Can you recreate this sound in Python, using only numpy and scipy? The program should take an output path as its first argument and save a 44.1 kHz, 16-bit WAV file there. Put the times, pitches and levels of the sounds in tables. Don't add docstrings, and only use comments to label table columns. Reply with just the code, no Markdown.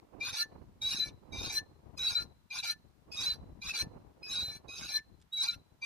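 import sys
import numpy as np
from scipy import signal
from scipy.fft import rfft, irfft
from scipy.io import wavfile
from scipy.ndimage import uniform_filter1d

SR = 44100
rng = np.random.default_rng(int(sys.argv[2]) if len(sys.argv) > 2 else 0)


def to_wav(sig):
    pcm = np.clip(np.atleast_2d(sig), -1, 1) * 32767
    pcm = np.round(pcm).astype(np.int16)
    wavfile.write(sys.argv[1], SR, pcm.T)


N = 257984
T = np.arange(N) / SR

# (pitch before [Hz], at the cry [Hz], after it [Hz])
CRY_HZ = (3964, 4126, 4160)
# (pitch it falls from [Hz], pitch it falls to [Hz])
MIDDLE_LATE_HZ = (2382, 2304)

SILENT_DB = -120
CATCH_DB_S, LET_GO_DB_S, PETER_DB_S = 3000, 999.5, 805
LOW_FALL_DB_S = 550
ACCENT_DB, ACCENT_S = 2.5, .035
CONTACT = ("weak", "grit", "chatter")


def undb(db):
    return 10 ** (np.asarray(db) / 20)


def unit(x):
    return x / np.sqrt(np.mean(np.abs(x) ** 2))


def colour(x, points):
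    hz, db = np.transpose(points)
    f = np.maximum(np.fft.rfftfreq(N, 1 / SR), 1)
    gain = undb(np.interp(np.log(f), np.log(hz), db, left=-90, right=-90))
    return unit(irfft(rfft(x) * gain, N))


def walk(rate_hz):
    lowpass = signal.butter(2, rate_hz, fs=SR / 32, output="sos")
    coarse = signal.sosfilt(lowpass, rng.standard_normal(N // 32 + 1))
    times = T[::32]
    return np.interp(T, times, unit(coarse)[:len(times)])


def pan(x, db):
    return x * undb(np.array([[1], [-1]]) * db / 2)


def spread(z, db, radians):
    lag = np.exp(1j * radians * walk(5.22) * np.array([[.5], [-.5]]))
    return (pan(z, db * walk(3.5)) * lag).real


def pivot():
    level, pitch = swings()
    modes, lowest = singing_modes(level, pitch)
    singing = sum(spread(mode, 1.8, .45) for mode in modes) + lowest.real
    mixed = undb(level["chatter"]) * mixing_tones(modes)
    return np.sqrt(2) * (singing + mixed) + scrape(level)


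def singing_modes(level, pitch):
    # (low, highest pitch [Hz], lowest mode [Hz])
    low_hz, lowest_hz = (1765, 1387)
    ceiling_hz = 4180
    modes = []
    for name, margin_db in (("top", -3), ("high", 5), ("middle", 1)):
        hz, db = pitch[name], level[name]
        waver = undb(db + 2.2 * np.tanh(walk(19)))
        rough = 0.022 + undb(2 * (level["weak"] + margin_db - db))
        modes.append(waver * sing(hz * (1 + .005 * walk(30)), rough, slip_hz=110))
    pulled_hz = low_hz * np.minimum(pitch["top"] / ceiling_hz, 1) ** .5
    modes.append(undb(level["low"]) * sing(pulled_hz, 0.15, slip_hz=30))
    lowest = undb(level["lowest"]) * sing(lowest_hz, .4, slip_hz=29.2)
    return modes, lowest


def sing(hz, rough, slip_hz):
    rough = np.clip(rough, 0, 1)
    uneven = walk(slip_hz) + 1j * walk(slip_hz)
    shake = np.sqrt(1 - rough) + np.sqrt(rough / 2) * uneven
    return shake * np.exp(2j * np.pi * np.cumsum(hz + 0 * T) / SR)


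def mixing_tones(modes):
    orders = [(0, 0, 2, 0), (0, 1, 1, 0), (1, 0, 1, 0), (1, 0, 0, 1), (0, 0, 0, 2), (0, 2, -1, 0),
              (0, 1, -1, 0), (0, -1, 2, 0), (0, 2, 0, 0), (2, 0, 0, 0), (0, 3, 0, 0), (3, 0, 0, 0),
              (2, 0, 0, 1), (0, 2, 1, 0), (0, 1, 2, 0)]
    order_db = [-3, 0.5, -6.5, 3.5, -8, -4.5, -17, -4.5, -20, -17, -23.5, -11.5, -3.5, -19, -29.5]
    power = sum(np.abs(mode) ** 2 for mode in modes)
    motion = np.sqrt(uniform_filter1d(power, size=400) + 1e-12)
    log_share, phase = np.log(np.abs(modes) / motion + 1e-9), np.angle(modes)
    mixed = 0
    for order, db in zip(orders, order_db):
        tone = np.exp(0.5 * np.abs(order) @ log_share + 1j * np.array(order) @ phase)
        mixed = mixed + undb(db) * spread(tone, 0.89, 2.7)
    return mixed


def scrape(level):
    # (frequency [Hz], relative level per Hz [dB])
    grit_colour = [(350, -50.5), (600, -24), (1250, -9.5), (1450, -5), (1960, -11), (2400, -0.5),
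                   (3240, -13), (3820, -5.5), (6310, -14.5), (6950, -31.5), (9890, -26.5), (14500, -41),
                   (15500, -50.5)]
    # (frequency [Hz], relative level per Hz [dB])
    rasp_colour = [(6500, -28), (7600, -2), (8600, -13), (10000, -4), (11500, -8), (12500, -7), (14500, -9),
                   (15500, -19)]
    # (time, 4 ms ahead of the scuff's peak [s], level before a 7.5 dB lift [dB])
    stops = [(0.4244, -71), (1.0914, -67), (1.5873, -63.5), (2.218, -74), (2.7234, -58), (3.3344, -65),
             (3.823, -64.5), (4.984, -59.5), (5.5374, -56.5)]
    weak_db, grit_db, chatter_db = (level[name] for name in CONTACT)
    caught = weaker_modes()
    noise = rng.standard_normal(N) + .9 * rng.standard_normal((2, N))
    grit = undb(2.5 * walk(150)) * streaks(noise, depth_db=10.0)
    scuffs = sum(undb(db + 7.5) * np.exp(-((T - s - .004) / 0.01) ** 2) for s, db in stops)
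    rasp_db = 0.71 * weak_db + 0.31 * chatter_db - 10.5 + 2.2 * walk(27)
    out = undb(weak_db + 8.5) * unit(caught)
    out = out + (undb(grit_db + 9.5) + scuffs) * colour(grit, grit_colour)
    return out + undb(rasp_db) * colour(grit, rasp_colour)


def weaker_modes():
    # (frequency [Hz], level relative to each other [dB])
    weak_modes = [(834, -22.5), (1080, -18.5), (1420, -13.5), (1560, -18), (2700, -16), (2950, -22),
                  (3200, -18.5), (3480, -12.5), (4060, 0), (4380, -13), (4540, -4), (4800, -11),
                  (5390, -8.5), (5560, -13.5), (6180, -10.5), (6400, -15.5), (7300, -25.5), (8260, -30.5),
                  (9210, -23.5), (9710, -18), (10300, -17.5), (11100, -25), (12300, -21), (13800, -24.5)]
    load = walk(6)
    caught = 0
    for hz, db in weak_modes:
        catch = undb(db + 11 * np.tanh(1.8 * walk(19.3)))
        tone = sing(hz * (1 + .012 * load + .004 * walk(9)), .2, slip_hz=50)
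        caught = caught + catch * spread(tone, 3.3, 1.95)
    return caught


def streaks(x, depth_db):
    z = signal.stft(x, nperseg=1024)[2]
    flare = unit(uniform_filter1d(rng.standard_normal(z.shape[1:]), size=4))
    return signal.istft(z * undb(depth_db * flare), nperseg=1024)[1][:, :N]


def swings():
    db = {name: [] for name in ("top", "high", "middle", "low", "lowest", *CONTACT)}
    hz = {name: [] for name in ("top", "high", "middle")}
    forward_swings(db, hz)
    backward_swings(db, hz)
    level = {name: np.max(traces, axis=0) for name, traces in db.items()}
    pitch = {name: np.interp(T, *np.transpose(sorted(points))) for name, points in hz.items()}
    return level, pitch


def forward_swings(db, hz):
    # (start [s], scrape full [s], stall [s], cry [s],
    #  middle at start [Hz], middle at stall [Hz], high [Hz],
    #  middle at start [dB], at stall [dB], after stall [dB], high at start [dB], at stall [dB],
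    #  top [dB], low [dB], lowest [dB], weaker modes [dB], grit [dB], chatter [dB], depth of stall [dB])
    forward = [ (0.206, 0.268, 0.32, 0.42, 2360, 2477, 3743, -37.5, -50, -48, -53, -44.5, -31.5, -40, -39, -49, -56, -47, 10.5),
               (1.326, 1.430, 1.485, 1.578, 2318, 2457, 3773, -48, -49, -46, -48, -42, -30, -41.5, -63.5, -53.5, -58, -45, 4),
               (2.506, 2.559, 2.622, 2.709, 2413, 2412, 3853, -42, -56.5, -40, -61, -44, -31.5, -44.5, -42.5, -50.5, -54, -46.5, 13.5),
               (3.618, 3.682, 3.728, 3.813, 2378, 2506, 3784, -43.5, -58.5, -41.5, -55, -49, -31, -47, -61.5, -50.5, -54, -44.5, 13),
               (4.685, 4.793, 4.875, 4.968, 2488, 2550, 3867, -47.5, -54.5, -48, -54, -47, -30.5, -39.5, -70.5, -54, -62.5, -49.5, 4.5),
               (5.82, 5.900, 5.95, 6.05, 2350, 2517, 3690, -38, -50.5, -45, -61, -50, -30, -50, -65, -53.5, -60, -42, 12),
               ]
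    # (weaker modes [dB], grit [dB], chatter [dB])
    opening_db = (15.5, 24.5, 7.5)
    # (weaker modes [dB], grit [dB], chatter [dB])
    at_cry_db = (2, -4.5, 6.5)
    stall_s, late_sag_db = .012, 9
    dip_hz, dip_s = 60.04, .05
    cry_rise_db_s, low_rise_db_s = 380.5, 300.5
    hold_s, glide_s, low_late_s = 0.0057, .06, .012
    for (start, full, stall, cry, hz0, hz1, high_hz, mid0, mid1, mid2, high0, high1,
         top, low, lowest, *contact, depth) in forward:
        dip = depth * np.exp(-((T - stall) / stall_s) ** 2)
        opening = [(start + .006, mid0 + ACCENT_DB), (start + ACCENT_S, mid0 - ACCENT_DB),
                   (stall - stall_s, mid1)]
        after = [(stall + stall_s, mid2), (cry, mid2 - late_sag_db)]
        db["middle"] += [trace(opening, CATCH_DB_S, LET_GO_DB_S), trace(after, CATCH_DB_S, LET_GO_DB_S)]
        hz["middle"] += [(start, hz0), (full, hz1), (stall, hz1),
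                         (stall + stall_s, MIDDLE_LATE_HZ[0]), (cry, MIDDLE_LATE_HZ[1])]
        points = [(start, high0), (stall - .02, high1), (cry - glide_s, high1)]
        db["high"] += [trace(points, CATCH_DB_S, LET_GO_DB_S) - dip]
        hz["high"] += [(start, high_hz + dip_hz), (start + dip_s, high_hz - dip_hz),
                       (stall, high_hz), (cry - glide_s / 2, CRY_HZ[0])]
        points = [(cry - hold_s, top), (cry + hold_s / 2, top)]
        db["top"] += [trace(points, cry_rise_db_s, LET_GO_DB_S)]
        hz["top"] += [(cry - glide_s, CRY_HZ[0]), (cry, CRY_HZ[1]), (cry + glide_s / 2, CRY_HZ[2])]
        db["low"] += [trace([(cry + low_late_s, low)], low_rise_db_s, LOW_FALL_DB_S)]
        db["lowest"] += [trace([(cry, lowest)], low_rise_db_s, LET_GO_DB_S)]
        for name, level, build, change in zip(CONTACT, contact, opening_db, at_cry_db):
            points = [(start, level - build), (full, level), (stall, level), (cry + hold_s, level + change)]
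            db[name] += [trace(points, CATCH_DB_S, LET_GO_DB_S) - dip]


def backward_swings(db, hz):
    # (middle starts [s], high catches [s], high loudest [s], scrape full [s], handover [s],
    #  top lets go [s], end [s], middle at start [Hz], high [Hz], top [Hz],
    #  middle at start [dB], at handover [dB], at end [dB], high at catch [dB], loudest [dB],
    #  at handover [dB], top [dB], top near the end [dB], low [dB], lowest [dB],
    #  weaker modes [dB], grit [dB], chatter [dB], scrape builds by [dB], fades by [dB], top early by [s])
    backward = [ (0.819, 0.82, 0.87, 0.93, 1, 1.04, 1.084, 2327, 3837, 4015, -55, -50, -54, -38.5, -30.5, -44.5, -31, -52, -51.5, -60.5, -46, -58, -41.5, 14, 15, .002),
                (1.978, 1.994, 2.070, 2.085, 2.155, 2.192, 2.228, 2497, 3849, 4026, -51, -47, -64.5, -37, -29, -46, -29.5, -42.5, -54.5, -47, -46, -57.5, -41.5, 11, 13, 0.0021),
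                (3.120, 3.173, 3.13, 3.216, 3.262, 3.322, 3.340, 2540, 3814, 4028, -50, -47.5, -61, -44, -35, -38.5, -29.5, -46, -54.5, -66, -44.5, -56, -42, 14.5, 11.5, 0.0023),
                (4.232, 4.298, 4.400, 4.325, 4.440, 4.505, 4.570, 2540, 3840, 4045, -49, -57, -63, -41, -34.5, -38.5, -39, -49.5, -59, -77.5, -49.5, -57.5, -43, 16, 16, .08),
                (5.375, 5.330, 5.418, 5.440, 5.487, 5.503, 5.542, 2278, 3860, 4010, -53.5, -43, -68.5, -37, -29, -49, -28, -47.5, -62, -47, -44.5, -62, -40, 21, 17, 0.0018),
                ]
    build_share = (1.1, 0.91, 0.12)
    fade_share = (1.13, 1.2, .9)
    glide_hz = 30.06
    break_s = 0.022
    for (start, catch, loudest, full, hand, let_go, end, hz0, high_hz, top_hz,
         mid0, mid1, mid2, high0, high1, high2, top, tail, low, lowest,
         *contact, build, fade, early) in backward:
        points = [(start, mid0 + ACCENT_DB), (start + ACCENT_S, mid0 - ACCENT_DB), (hand, mid1), (end, mid2)]
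        db["middle"] += [trace(points, CATCH_DB_S, PETER_DB_S)]
        hz["middle"] += [(start, hz0), (hand - .01, MIDDLE_LATE_HZ[0] + 30),
                         (hand, MIDDLE_LATE_HZ[0]), (end, MIDDLE_LATE_HZ[1])]
        points = [(catch, high0), (loudest, high1), (loudest + break_s, (high1 + high2) / 2),
                  (hand - .01, high2)]
        db["high"] += [trace(points, CATCH_DB_S, LET_GO_DB_S)]
        hz["high"] += [(catch, high_hz - glide_hz), (catch + .025, high_hz + glide_hz), (hand, high_hz)]
        points = [(hand - early, top - 4), (hand, top), (let_go, top - 3),
                  (min(let_go + 0.014, end - .002), tail), (end, tail - 3)]
        db["top"] += [trace(points, CATCH_DB_S, PETER_DB_S)]
        hz["top"] += [(hand - early, top_hz - 20), (hand, top_hz), (let_go, top_hz), (end + .02, CRY_HZ[1])]
        points = [(hand + .01, low - 8), (let_go, low), (end, low - 10)]
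        db["low"] += [trace(points, LOW_FALL_DB_S, LOW_FALL_DB_S)]
        points = [(hand - .02, lowest - 8), (let_go, lowest), (end, lowest - 10)]
        db["lowest"] += [trace(points, LOW_FALL_DB_S, LOW_FALL_DB_S)]
        first, second = sorted((start, catch))
        for name, level, up, down in zip(CONTACT, contact, build_share, fade_share):
            quiet = level - up * build
            points = [(first, quiet), (second + .001, quiet), (full, level), (end, level - down * fade)]
            db[name] += [trace(points, CATCH_DB_S, PETER_DB_S)]


def trace(points, rise_db_s, fall_db_s):
    (s0, db0), (s1, db1) = points[0], points[-1]
    before = (s0 - (db0 - SILENT_DB) / rise_db_s, SILENT_DB)
    after = (s1 + (db1 - SILENT_DB) / fall_db_s, SILENT_DB)
    s, db = np.transpose([before, *points, after])
    return np.interp(T, s, db)


def tubes(squeak):
    # (frequency [Hz], time to fall 60 dB [s], level ahead of a gain that grows with it [dB])
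    ringing = [(4330, 0.67, -50), (4000, 0.8, -46.5), (2500, 0.36, -41.5), (1765, 0.26, -32)]
    decay = np.log(1000)
    rings = 0
    for hz, t60, db in ringing:
        rings = rings + undb(db) * resonate(squeak, hz, decay / (np.pi * t60)) * np.sqrt(60 * t60)
    t = T[:SR // 2]
    tail = np.exp(-decay * t / 0.03) + undb(-28) * np.exp(-decay * t / 0.71)
    blur = rng.standard_normal((2, len(t))) * tail
    flicker = undb(4.5 * walk(20))
    return flicker * rings + undb(-43) * signal.fftconvolve(squeak, blur, axes=1)[:, :N]


def resonate(x, hz, width_hz):
    return signal.lfilter(*signal.iirpeak(hz, hz / width_hz, fs=SR), x)


def ticks():
    # (time [s], burst level before a 0.5 dB cut and the band-pass [dB])
    clicks = [(5.2012, -65.5), (5.215, -59.5), (5.223, -58)]
    out = np.zeros((2, N))
    for s, db in clicks:
        decay = (T > s) * np.exp(-np.abs(T - s) / 0.0041)
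        out += undb(db - 0.5) * decay * rng.standard_normal(N)
    return signal.sosfilt(signal.butter(2, [1500, 8000], "band", fs=SR, output="sos"), out)


def thumps():
    # (time, 4 ms ahead of the centre [s], envelope peak [dB], frequency [Hz], left minus right [dB])
    eddies = [(0.324, -51, 244, 3), (0.944, -40, 210, 8), (1.384, -36, 67.64, -2), (1.489, -46.5, 64, 9),
              (3.323, -44, 61, 0), (3.526, -44, 61.9, -1), (3.677, -46.5, 62.07, 12),
              (3.844, -41.5, 125.2, -5), (3.868, -33.5, 171, 4), (3.96, -46, 175, 1),
              (4.479, -47.5, 106, 9)]
    out = 0
    for s, db, hz, pan_db in eddies:
        cycles = hz * (T - s - .004)
        cycle = np.exp(-(cycles / .5) ** 2) * np.sin(2 * np.pi * cycles)
        out = out + pan(undb(db) * cycle, pan_db)
    return out


def wind():
    # (time [s], rumble before a 2.5 dB lift [dB], rustle before a 5.5 dB lift [dB])
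    gusts = [(0.0, -65.5, -64), (0.26, -64.5, -68), (0.33, -53.5, -63), (0.36, -69, -66),
             (0.55, -56.5, -59), (0.65, -64.5, -78), (0.98, -54, -63), (1.32, -57.5, -65),
             (1.37, -49.5, -53), (1.74, -62.5, -69), (2.33, -59.5, -67.5), (2.39, -65, -80),
             (2.85, -62.5, -75.5), (2.98, -77, -85.5), (3.11, -57.5, -62.5), (3.65, -55.5, -69),
             (3.78, -66.5, -59), (3.83, -50.5, -59.5), (4.2, -65.5, -67), (4.48, -56, -63.5),
             (4.61, -69, -72), (4.68, -59, -61.5), (5.25, -65, -80), (5.57, -58, -71.5),
             (5.7, -72.5, -79.5), (5.85, -67.5, -76)]
    # (frequency [Hz], relative level per Hz [dB])
    rumble_colour = [(20, -17.5), (40, -4), (65, 2), (130, -1.5), (220, -6), (400, -19), (700, -44)]
    # (frequency [Hz], relative level per Hz [dB])
    rustle_colour = [(150, -13.5), (300, -1.5), (600, -7.5), (1000, -11), (1600, -27), (3000, -35)]
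    # (frequency [Hz], relative level per Hz [dB])
    hush_colour = [(500, -19.5), (900, -13), (1500, -16.5), (2500, -22), (4000, -23), (8000, -29),
                   (15500, -30.5)]
    s, *columns = np.transpose(gusts)
    rumble_db, rustle_db = (np.interp(T, s, column) for column in columns)
    both = walk(26)
    puffs_db = [3.9 * walk(3.66) + 7.4 * np.tanh(0.89 * walk(35) + 0.46 * both) for _ in range(2)]
    puffs = undb(puffs_db)
    noise = rng.standard_normal((2, N)) + 0.78 * rng.standard_normal(N)
    rumble = undb(rumble_db + 2.5) * colour(puffs * noise, rumble_colour)
    rustle = undb(rustle_db + 5.5) * colour(puffs * rng.standard_normal((2, N)), rustle_colour)
    hush = undb(-76) * colour(rng.standard_normal((2, N)), hush_colour)
    return pan(rumble, 3.3) + pan(rustle, -1.3) + hush


def scene():
    # (frequency [Hz], left minus right [dB], phase by which left leads [rad])
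    ports = [(830, -4.5, 1.2), (1350, 2, 2.5), (1690, -0.2, 0.28), (2160, -0.5, 1.6), (2460, 1, 0.61),
             (3380, 1.5, 0.7), (3630, -3, 0.32), (4230, 3.5, -2), (4980, -0.5, -0.34), (5700, -1.5, 0.15),
             (5840, 1, -0.3), (6560, -1.2, -1.52), (8050, -3.5, 0.95), (9400, -1.5, 0.83),
             (12300, -0.5, -2.66)]
    squeak = pivot()
    seat = squeak + tubes(squeak) + ticks()
    hz, pan_db, lead = np.transpose(ports)
    f = np.fft.rfftfreq(N, 1 / SR)
    turn = undb(np.interp(f, hz, pan_db) / 2) * np.exp(.5j * np.interp(f, hz, lead))
    at_ports = irfft(rfft(seat) * np.array([turn, 1 / turn]), N)
    return at_ports + wind() + thumps()


def record(dry):
    return signal.sosfilt(signal.ellip(10, .2, 80, 15600, fs=SR, output="sos"), dry)


dry = scene()
out = record(dry)
to_wav(out)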